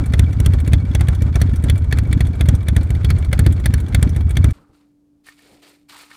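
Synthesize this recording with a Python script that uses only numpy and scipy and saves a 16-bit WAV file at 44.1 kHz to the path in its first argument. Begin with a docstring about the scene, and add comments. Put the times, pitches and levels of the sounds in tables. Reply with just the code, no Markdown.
"""A big V-twin idles unevenly through two open pipes, heard from close by outdoors; some strokes misfire.
Each exhaust stroke is a tone swept along the gas column's pitch path: it thumps, swings and leaves the pipe ringing.
Noise bursts make the hot gas crack at the pipe mouth and the valves tick, over clatter, rumble and a whistle.
The scene then cuts to a quiet garage: a fridge hums as a fluttering sine, cloth rustles as grainy filtered noise,
and a drink can is tapped, ringing as tuned resonators, and slid on a table."""
import sys
import numpy as np
from scipy import signal
from scipy.fft import rfft, irfft
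from scipy.io import wavfile

SR = 44100
rng = np.random.default_rng(int(sys.argv[2]) if len(sys.argv) > 2 else 0)


def waveform_to_disk(signal):
    """Save audio, clipped to [-1, 1], as 16-bit WAV at the path in sys.argv[1]."""
    frames = np.transpose(np.atleast_2d(signal))
    scaled = np.clip(frames, -1, 1) * 32767
    samples = np.round(scaled).astype(np.int16)
    wavfile.write(sys.argv[1], SR, samples)


def natural_amplitude(level_db):
    """Convert a level in decibels to a linear amplitude factor, elementwise."""
    exponent = np.asarray(level_db, float) / 20
    return 10 ** exponent


N = 271656

# exhaust strokes, the cylinders taking turns; levels are relative:
# [start_s, blowdown_db, swing_db, pipe_ring_db]
STROKES = [(-.011, 3, -7.5, -36), (0.065, -14, -5, -8.5), (.138, -3, -7, -0.5), (0.1949, -2, -1.5, -1),
           (.276, -11.5, -6.5, -11.5), (0.3339, -21, -8, -27), (0.4026, -3.5, -6, -2),
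           (0.4626, -3.5, 0, -0.5), (.536, -6, -4.5, -2.5), (0.5944, -29, -7.5, -29),
           (0.6772, -5.5, -5.5, -7.5), (.734, -1, -3, -1.5), (0.8044, -22, -9.5, -26),
           (0.8671, -13, -6, -28), (0.9505, -5, -5.5, -3), (1.0088, -6, -5, -7), (1.087, -2, -5.5, -5),
           (1.1547, -18, -7.5, -11), (1.2204, -5.5, -4.5, -18.5), (1.278, -11.5, -8, -6),
           (1.3557, -3, -6.5, -0.5), (1.4168, -3.5, -3.5, -2), (1.4893, -7, -6, -28), (1.5551, -32, -8, -8),
           (1.6394, -4.5, -8, -4.5), (1.697, -5.5, -1.5, .5), (1.7673, -21, -11.5, -1.5),
           (1.852, -40, -5.5, -6.5), (1.928, -4, -7.5, -2.5), (1.986, -11.5, -4, -20),
           (2.0647, -15, -5.5, -20), (2.129, -7, -2.5, -12), (2.2072, -3, -4.5, -8),
           (2.2593, -12, -7, -10.5), (2.338, -18, -11.5, -10), (2.408, -5.5, -3.2, -2),
           (2.4872, 1, -6, -33), (2.5393, -3, -12.5, -5), (2.6131, -19, -14.5, -10),
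           (2.6853, -8, -3.5, -13.5), (2.7666, -1, -5.5, -14.5), (2.8198, -11.5, -9, -8.5),
           (2.9043, -5.5, -5.5, -3), (2.9611, -19, -10.5, -4.5), (3.046, -4, -4.5, 2.5),
           (3.106, -3.5, -4.5, 1), (3.1729, -9, -9, -3.5), (3.2535, -33.5, -4.5, -5.5),
           (3.329, -5.5, -6.5, -9.5), (3.3929, -1, -1, -3), (3.4649, -0.3, -2, -4.5), (3.516, -16, -8, -6),
           (3.5919, -12, -10, -3.5), (3.6591, -5, -2.5, -15.5), (3.7389, -4, -4.5, -7),
           (3.801, -14, -8.5, -8), (3.891, -22.5, -11, -36.5), (3.9469, -6.5, -2, -3),
           (4.027, -1.5, -3, -14), (4.088, -16, -8.5, -7), (4.1653, -6.5, -7, -4.5),
           (4.2227, -22, -3.5, -4), (4.3059, -9.5, -7.5, -7), (4.371, -3.5, -.5, -3),
           (4.444, -1.4, -1.5, -7.5), (4.492, -18.5, -8.5, -12)]
# gas bursts at the pipe mouth, one a stroke, misfires weak; levels are relative:
# [start_s, level_db, treble_share_db]
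CRACKS = [(0.058, -35.5, 7.5), (0.1362, -10, -3), (0.1929, -9, 5), (0.2827, -46, -12), (.328, -31, 1),
          (0.401, -20.5, 10.5), (0.4604, -13, 9), (0.5346, -22, 1.5), (.6, -29.5, 3), (.676, -24, 8),
          (0.7328, -7.5, 2), (0.821, -52, -7), (0.872, -59, -8), (0.9493, -9.5, 2.5), (1.0085, -13, 0),
          (1.0841, -13.5, 4), (1.1476, -32, 4), (1.2199, -28, 8), (1.2853, -51.5, -8.5), (1.3556, -13, -1),
          (1.4156, -8.5, -3), (1.492, -33, -10.5), (1.5574, -34, 3), (1.638, -25.5, 4), (1.698, -9.5, 3),
          (1.777, -33.5, 4.5), (1.841, -37, 1.5), (1.9249, -6.5, -2), (1.9855, -13.5, 3), (2.071, -41, 4),
          (2.1274, -12, -4), (2.206, -9, -2), (2.2678, -33.5, 4), (2.352, -40, 2), (2.4089, -9.5, 0.5),
          (2.4868, -12, 8), (2.549, -37.5, 12.5), (2.627, -40.5, 2), (2.684, -10, 2.5), (2.764, -12.5, 4),
          (2.8296, -35, 3.5), (2.9039, -20, 5.5), (2.9699, -47.5, -3), (3.046, -14, -2),
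          (3.1029, -7.5, -0.5), (3.183, -38, 9), (3.2459, -31.5, 3), (3.3289, -7, -2), (3.3915, -9, 4.5),
          (3.4631, -9, -1), (3.5224, -34.5, 8), (3.5977, -33.5, 1.5), (3.6579, -6.5, 2),
          (3.7385, -10.5, 1.5), (3.8006, -39.5, 12.5), (3.883, -35.5, 3), (3.9463, -7, 5),
          (4.0267, -11.5, 5), (4.0914, -39.5, 10.5), (4.1615, -26.5, 1.5), (4.227, -49, -7),
          (4.3063, -25, 4), (4.369, -9, 0.5), (4.4422, -10.5, -2.5), (4.505, -34.5, 6.5)]


def exhaust():
    """Each stroke swings the gas column along its pitch path; a squeak climbs as the piston closes the gap."""
    # gas column through one stroke of usual length, in the lower pipe:
    # [time_ms after the valve opens, pitch_hz, relative level_db]
    column = [(-4.0, 30.0, -10.2), (2.0, 117.1, -0.4), (8.0, 74.7, -2.4), (14.0, 19.9, -5.1),
              (20.0, 65.6, -8.0), (28.0, 55.3, -5.4), (34.0, 83.7, -2.1), (40.0, 91.8, -2.3),
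              (46.0, 59.6, -9.3), (55.0, 92.7, -7.7), (75.0, 85.9, -11.3), (110.0, 90.0, -38.7)]
    higher_pipe_ratio = 1.03
    out = np.zeros(N)
    knots_ms, pitch_hz, level_db = np.transpose(column)
    chance = rng.standard_normal((len(STROKES), 2))
    for k, ((s, blow_db, swing_db, ring_db), length) in enumerate(zip(STROKES, stroke_lengths())):
        ms = np.arange(-6 * length, 124 * length, 1000 / SR) / length   # a long stroke runs slower
        pipe_ratio = 1 if k % 2 == 0 else higher_pipe_ratio
        turns = np.cumsum(np.interp(ms, knots_ms, pitch_hz)) / (SR * length) * pipe_ratio
        turns -= np.interp(0, ms, turns)   # phase zero as the valve opens
        edges = np.interp(ms, [-6, -3, 110, 124], [0, 1, 1, 0])
        # blowdown hands over to the swing, the swing to the pipe ring
        parts = np.interp(ms, [12, 20, 42, 50], natural_amplitude(np.array([blow_db, swing_db, swing_db, ring_db])))
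        thump = -np.sin(2 * np.pi * turns) * natural_amplitude(np.interp(ms, knots_ms, level_db)) * edges * parts

        # the shutting valve breaks the swing off where the ring is much weaker
        broken = np.clip((swing_db - ring_db) / 14 - .15, 0, 1)
        # the shrinking cylinder raises its cavity note until the valve shuts
        climb = np.cumsum(np.interp(ms, [38, 43, 51], [95, 190, 340])) / SR
        squeak = -np.sin(2 * np.pi * (climb - np.interp(41, ms, climb)))
        squeak *= hump(ms - 39, 1.8, 12) * np.interp(ms, [45, 53], [1, 0])
        squeak *= natural_amplitude(swing_db - 12.5 + 7 * broken + 2.5 * chance[k, 0])

        # steep front as the valve cracks open
        thump += natural_amplitude(blow_db - 11.5) * np.exp(-((ms + 1.13) / 0.72) ** 2)

        # a broken swing restarts as a free ring of the closed pipe, out of step
        restart = np.sin(2 * np.pi * (88 * (ms - 52) / 1000 + 0.31 * chance[k, 0]))
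        restart *= hump(ms - 48, 5.3, 38) * edges
        thump += squeak + broken * natural_amplitude(swing_db - 5.5 + 1.5 * chance[k, 1]) * restart
        add(out, s - .006 * length, thump)
    return out


def stroke_lengths():
    """Length of each stroke against the usual, from the crank speed that the valve times show."""
    usual_gaps_s = (.081, .0585)   # wait from each cylinder's valve to the other's
    stretch_share = 0.66   # a slowing crank draws the stroke out
    gaps = np.diff(valves())
    ratio = gaps / np.resize(usual_gaps_s, len(gaps))
    return np.concatenate([[1], 1 + stretch_share * (ratio - 1), [1]])


def valves():
    """Times at which the exhaust valves lift, each a little ahead of its gas burst."""
    fired_db = -30   # a weaker burst is a misfire
    lead_fired_s, lead_misfire_s = 0.015, .0215
    s, level_db, treble_db = np.transpose(CRACKS)
    return s - np.where(level_db > fired_db, lead_fired_s, lead_misfire_s)


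def bursts():
    """Cracks, and the ticks of each valve lifting and seating, in order of time."""
    valve_open_s = 0.0613
    # ticks: relative level dB, treble share dB, spread dB
    opening, seating = (-35.5, -11.5, 2.9), (-37.5, -19.5, 4.1)
    rows = list(CRACKS)
    chance = rng.standard_normal((len(CRACKS), 4))
    for s, luck in zip(valves(), chance):
        ticks = [(s, opening, luck[:2]), (s + valve_open_s, seating, luck[2:])]
        for at, (level_db, treble_db, spread_db), (a, b) in ticks:
            rows.append((at, level_db + spread_db * a, treble_db + 2 * spread_db * b))
    return sorted(rows)


def jets():
    """Noise bursts: strong ones crack sharply and leave a duller tail, weak ones puff slowly; resonances vary."""
    # spectrum of the escaping gas: [pitch_hz, relative density_db]
    jet = [(290, -38.5), (500, -12.5), (649, -8), (1000, -20.5), (1360, -9), (1930, -4.5), (2260, -7.5),
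           (2930, -15), (3590, -9), (4870, -28.5), (5880, -24.5), (7000, -18.5), (8830, -18.5),
           (14900, -29.5), (16000, -42)]
    # pipe-mouth and heat-shield resonances lit by each burst: [pitch_hz, width_hz, relative level_db]
    mouth = [(656, 140, -1), (1463, 100, -9.5), (1766, 100, 0.5), (2074, 144, 0), (3374, 190, -1.5),
             (4280, 208, -5.5), (5840, 600, -11.5), (7460, 170, -17), (8640, 1320, -6.5), (9880, 660, -14)]
    split_hz = 5200
    rows = bursts()
    ms = np.arange(0, 60, 1000 / SR)
    at = np.array(rows)[:, 0]
    dull, bright = np.zeros(N), np.zeros(N)   # envelopes below and above the split
    for s, level_db, treble_db in rows:
        sharp = np.clip((level_db + treble_db / 2 + 29) / 12, 0, 1)
        head = hump(ms, 3.0 - 0.75 * sharp, 6.5 - 3.82 * sharp)
        dull_tail = natural_amplitude(-12.5) * hump(ms, 2.4, 7.9)
        bright_tail = natural_amplitude(-24.5) * hump(ms, 2.3, 3.2)
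        add(dull, s - .0012, natural_amplitude(level_db - 3.5) * (head + dull_tail))
        add(bright, s - .0009, natural_amplitude(level_db - 3.0 + treble_db) * (head + bright_tail))
    gas = coloured(jet)
    low = signal.sosfilt(signal.butter(2, split_hz, fs=SR, output="sos"), gas)
    out = natural_amplitude(-2) * (dull * low + bright * (gas - low))

    # every burst lights each resonance by a level of its own
    latest = np.clip(np.searchsorted(at - .002, np.arange(N) / SR) - 1, 0, None)
    chance = rng.standard_normal((len(at), len(mouth)))
    white = rng.standard_normal(N)
    for k, (hz, width_hz, level_db) in enumerate(mouth):
        drive = white * (dull if hz < split_hz else bright) * natural_amplitude(5.66 * chance[latest, k])
        out += natural_amplitude(level_db + 8.0) * band(drive, hz - width_hz / 2, hz + width_hz / 2, order=1)
    return out


def mechanics():
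    """Clatter, rumble and a low-mid band: filtered noises, all but the rumble throbbing with the strokes."""
    # spectrum of the engine's clatter: [pitch_hz, relative density_db]
    clatter_colour = [(180, -46.5), (300, -2), (418, -8), (1030, -16), (1510, -14.5), (1870, -24),
                      (2280, -22), (2520, -29), (3520, -30), (5430, -36), (8500, -37), (12100, -54.5),
                      (16000, -51.5)]
    clatter_db, rumble_db, low_mid_db = -48.5, -29, -39.5
    throb = np.zeros(N)
    ms = np.arange(0, 70, 1000 / SR)
    for s, blow_db, *rest in STROKES:
        add(throb, s, natural_amplitude(blow_db + 13.5) * hump(ms, 1.0, 20.4))
    clatter = natural_amplitude(clatter_db + 2.96 * drift(60)) * coloured(clatter_colour) * (1.54 + throb)
    rumble = natural_amplitude(rumble_db + 4 * drift(30)) * rms_one(band(rng.standard_normal(N), 65, 141.6))
    # a band of low-mid noise throbs with the strokes
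    low_mid = rms_one(band(rng.standard_normal(N), 190, 317)) * (0.72 + 1.3 * throb)
    low_mid *= natural_amplitude(low_mid_db + 3 * drift(40))
    return clatter + rumble + low_mid


def intake_whistle():
    """The intake whistles as each valve lifts: a wavering sine that swells there over a faint steady rest."""
    whistle_db, whistle_hz = -45, 2287
    swell = np.zeros(N)
    ms = np.arange(0, 70, 1000 / SR)
    for s, luck in zip(valves(), rng.standard_normal(len(CRACKS))):
        add(swell, s - .003, natural_amplitude(4.5 * luck) * hump(ms, 13, 9.2))
    tone = np.sin(2 * np.pi * np.cumsum(whistle_hz + 28 * drift(90)) / SR) * natural_amplitude(3 * drift(120))
    return natural_amplitude(whistle_db) * tone * (0.13 + 4.5 * swell)


def can_taps():
    """Clicks strike two-pole resonators, the can's ringing modes, each hit at a slightly different level."""
    # can tapped on the table: [start_s, relative level_db]
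    taps = [(5.2695, -36.5), (5.287, -31.5), (5.3921, -42.5), (5.9644, -38), (6.0324, -42.5),
            (6.1142, -29.5)]
    # ringing modes of the can: [pitch_hz, relative level_db, decay_t60_s]
    modes = [(1340, -15.5, 0.038), (1600, -9, 0.031), (1813, 2.5, 0.044), (2190, -3.5, 0.034),
             (2880, -13, .02), (4340, -20, .015)]
    out = np.zeros(N)
    at = [round(s * SR) for s, level_db in taps]
    for hz, level_db, t60_s in modes:
        clicks = np.full(N, 1e-18)
        clicks[at] = natural_amplitude(np.array(taps)[:, 1] + level_db - 8 + rng.normal(0, 2.5, len(at)))
        radius = natural_amplitude(-60 / (t60_s * SR))
        angle = 2 * np.pi * hz / SR
        poles = [1, -2 * radius * np.cos(angle), radius * radius]
        out += signal.lfilter([0, np.sin(angle)], poles, clicks)
    return out


def rustles():
    """Cloth, hands and the sliding can: noise in four ranges, roughened by random grains."""
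    # overall colour of the rustling as it is heard, with a narrow hole near 11.5 kHz:
    # [pitch_hz, relative density_db]
    slide = [(300, 8.5), (700, 0.5), (1000, 0), (1300, 2), (1600, -4.5), (2250, -1), (3250, -5.5),
             (4400, -4), (6000, -14), (9000, -8), (10600, -13), (11500, -40), (12600, -11), (14800, -16),
             (16000, -44)]
    grains_per_s, grain_share = 1500, 0.45
    ranges_hz = [(350, 900), (800, 1550), (1500, 7200), (5200, 21000)]
    out = np.zeros(N)
    for gain, edges_hz in zip(rustle_levels(), ranges_hz):
        grains = (rng.random(N) < grains_per_s / SR) * rng.exponential(1, N)
        grit = rms_one(signal.lfilter([1], [1, -.97], grains))
        cloth = coloured(slide) * natural_amplitude(2.1 * drift(120)) * (1 + grain_share * grit)
        out += gain * natural_amplitude(0.42 * drift(50)) * rms_one(band(cloth, *edges_hz, order=3))
    return out


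def rustle_levels():
    """Gain in time of the dull, middle, bright and top ranges: a quick rise, then a steady fall in dB."""
    # cloth and hands moving, the can sliding; the fall begins length_s after the start:
    # [start_s, length_s, bright_db, middle_share_db, dull_share_db]
    moves = [(4.525, 0.016, -60.5, 3.5, -10), (4.57, 0.095, -88.5, 22, 6), (4.662, 0.018, -82, 4, 10),
             (4.805, 0.018, -82, 3.5, 10), (4.72, 0.062, -68, -4, -6), (5.232, .015, -61.5, -13, -18),
             (5.252, 0.033, -53.5, -8, -25), (5.371, 0.19, -60.5, -20, -7.5), (5.446, 0.023, -74, -8, 14.5),
             (5.49, 0.028, -73, -15, 15), (5.613, 0.097, -55, -13.5, -4.5), (5.88, .14, -48, -4.5, -13),
             (6.093, 0.067, -52, -4.5, -24)]
    rise_s, fall_db_per_s, top_share_db = .014, 170, -5
    t = np.arange(N) / SR
    out = np.zeros((4, N))
    for s, length_s, bright_db, middle_db, dull_db in moves:
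        rise = np.clip((t - s) / rise_s, 0, 1) ** 2
        shape = rise * natural_amplitude(bright_db - fall_db_per_s * np.maximum(t - s - length_s, 0))
        out += natural_amplitude(np.array([[dull_db], [middle_db], [0], [top_share_db]])) * shape
    return out


def fridge():
    """The fridge hums: one sine, its level fluttering quickly and its phase wavering."""
    hum_hz, hum_db = 292, -59
    phase = 2 * np.pi * hum_hz * np.arange(N) / SR + .35 * drift(14)
    return np.sqrt(2) * natural_amplitude(hum_db + 1.3 * drift(40)) * np.sin(phase)


def sagging_tone():
    """A faint sine sags in pitch, fast at first, under a rounded envelope."""
    start_s, length_s, from_hz, to_hz, level_db = 5.54, 0.27, 395, 335, -63
    part = np.clip((np.arange(N) / SR - start_s) / length_s, 0, 1)
    tone = np.sin(2 * np.pi * np.cumsum(from_hz + (to_hz - from_hz) * part ** .5) / SR)
    return natural_amplitude(level_db + 3 * drift(30)) * np.sin(np.pi * part) ** .5 * tone


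def room_noise():
    """Low noise swells into dull bumps over a faint, wide hiss."""
    # dull bumps: [start_s, relative level_db]
    bumps = [(4.548, -40), (4.592, -50), (4.685, -46.5), (5.41, -60), (5.51, -48), (5.9, -59), (6.13, -64)]
    low_db, hiss_db = -65.5, -81.5
    level = np.full(N, natural_amplitude(low_db))
    for s, level_db in bumps:
        add(level, s, natural_amplitude(level_db + 0.5) * hump(np.arange(0, 200, 1000 / SR), 13, 23))
    low = level * rms_one(band(rng.standard_normal(N), 28, 300))
    hiss = natural_amplitude(hiss_db) * rms_one(band(rng.standard_normal(N), 300, 10000, order=1))
    return low + hiss


def rms_one(x):
    """Scale to unit power."""
    return x / np.sqrt(np.mean(x ** 2) + 1e-20)


def band(x, low_hz, high_hz, order=2):
    """Butterworth band-pass."""
    return signal.sosfilt(signal.butter(order, [low_hz, high_hz], "band", fs=SR, output="sos"), x)


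def coloured(spectrum):
    """White noise shaped to a spectrum; rms 1."""
    hz, db = np.transpose(spectrum)
    grid = np.maximum(np.fft.rfftfreq(N, 1 / SR), 1)
    shape = natural_amplitude(np.interp(np.log(grid), np.log(hz), db, left=-90, right=-90))
    return rms_one(irfft(rfft(rng.standard_normal(N)) * shape, N))


def drift(rate):
    """Random wander: straight lines between normal draws, rate of them a second."""
    knots = rng.standard_normal(int(N / SR * rate) + 2)
    return np.interp(np.arange(N) / SR * rate, np.arange(len(knots)), knots)


def add(out, s, piece):
    """Mix a piece in from time s on."""
    start = round(s * SR)
    piece = piece[max(-start, 0):N - start]
    out[max(start, 0):max(start, 0) + len(piece)] += piece


def hump(ms, rise_ms, fall_ms):
    """Envelope with a quick rise and an exponential fall."""
    ms = np.maximum(ms, 0)
    return (1 - np.exp(-(ms / rise_ms) ** 2)) * np.exp(-ms / fall_ms)


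def scene():
    """The engine up to the cut, the garage after it; each microphone loses the deepest bass."""
    cut_s, fade_s, mic_cut_hz = 4.527, .005, 21   # the short fade ends at the cut
    outdoors = np.clip((cut_s - np.arange(N) / SR) / fade_s, 0, 1)
    engine = exhaust() + jets() + mechanics() + intake_whistle()
    garage = can_taps() + rustles() + fridge() + sagging_tone() + room_noise()
    bass_cut = signal.butter(2, mic_cut_hz, "high", fs=SR, output="sos")
    engine, garage = signal.sosfilt(bass_cut, np.array([engine, garage]))
    return (engine * outdoors + garage * (1 - outdoors))[None]


def roll_off(x):
    """The treble ends steeply here."""
    return signal.sosfilt(signal.butter(12, 16460, fs=SR, output="sos"), x)


def record(dry):
    """Peaks stop at full scale."""
    mix = np.clip(dry, -1, 1)
    return roll_off(mix)


dry = scene()
out = record(dry)
waveform_to_disk(out)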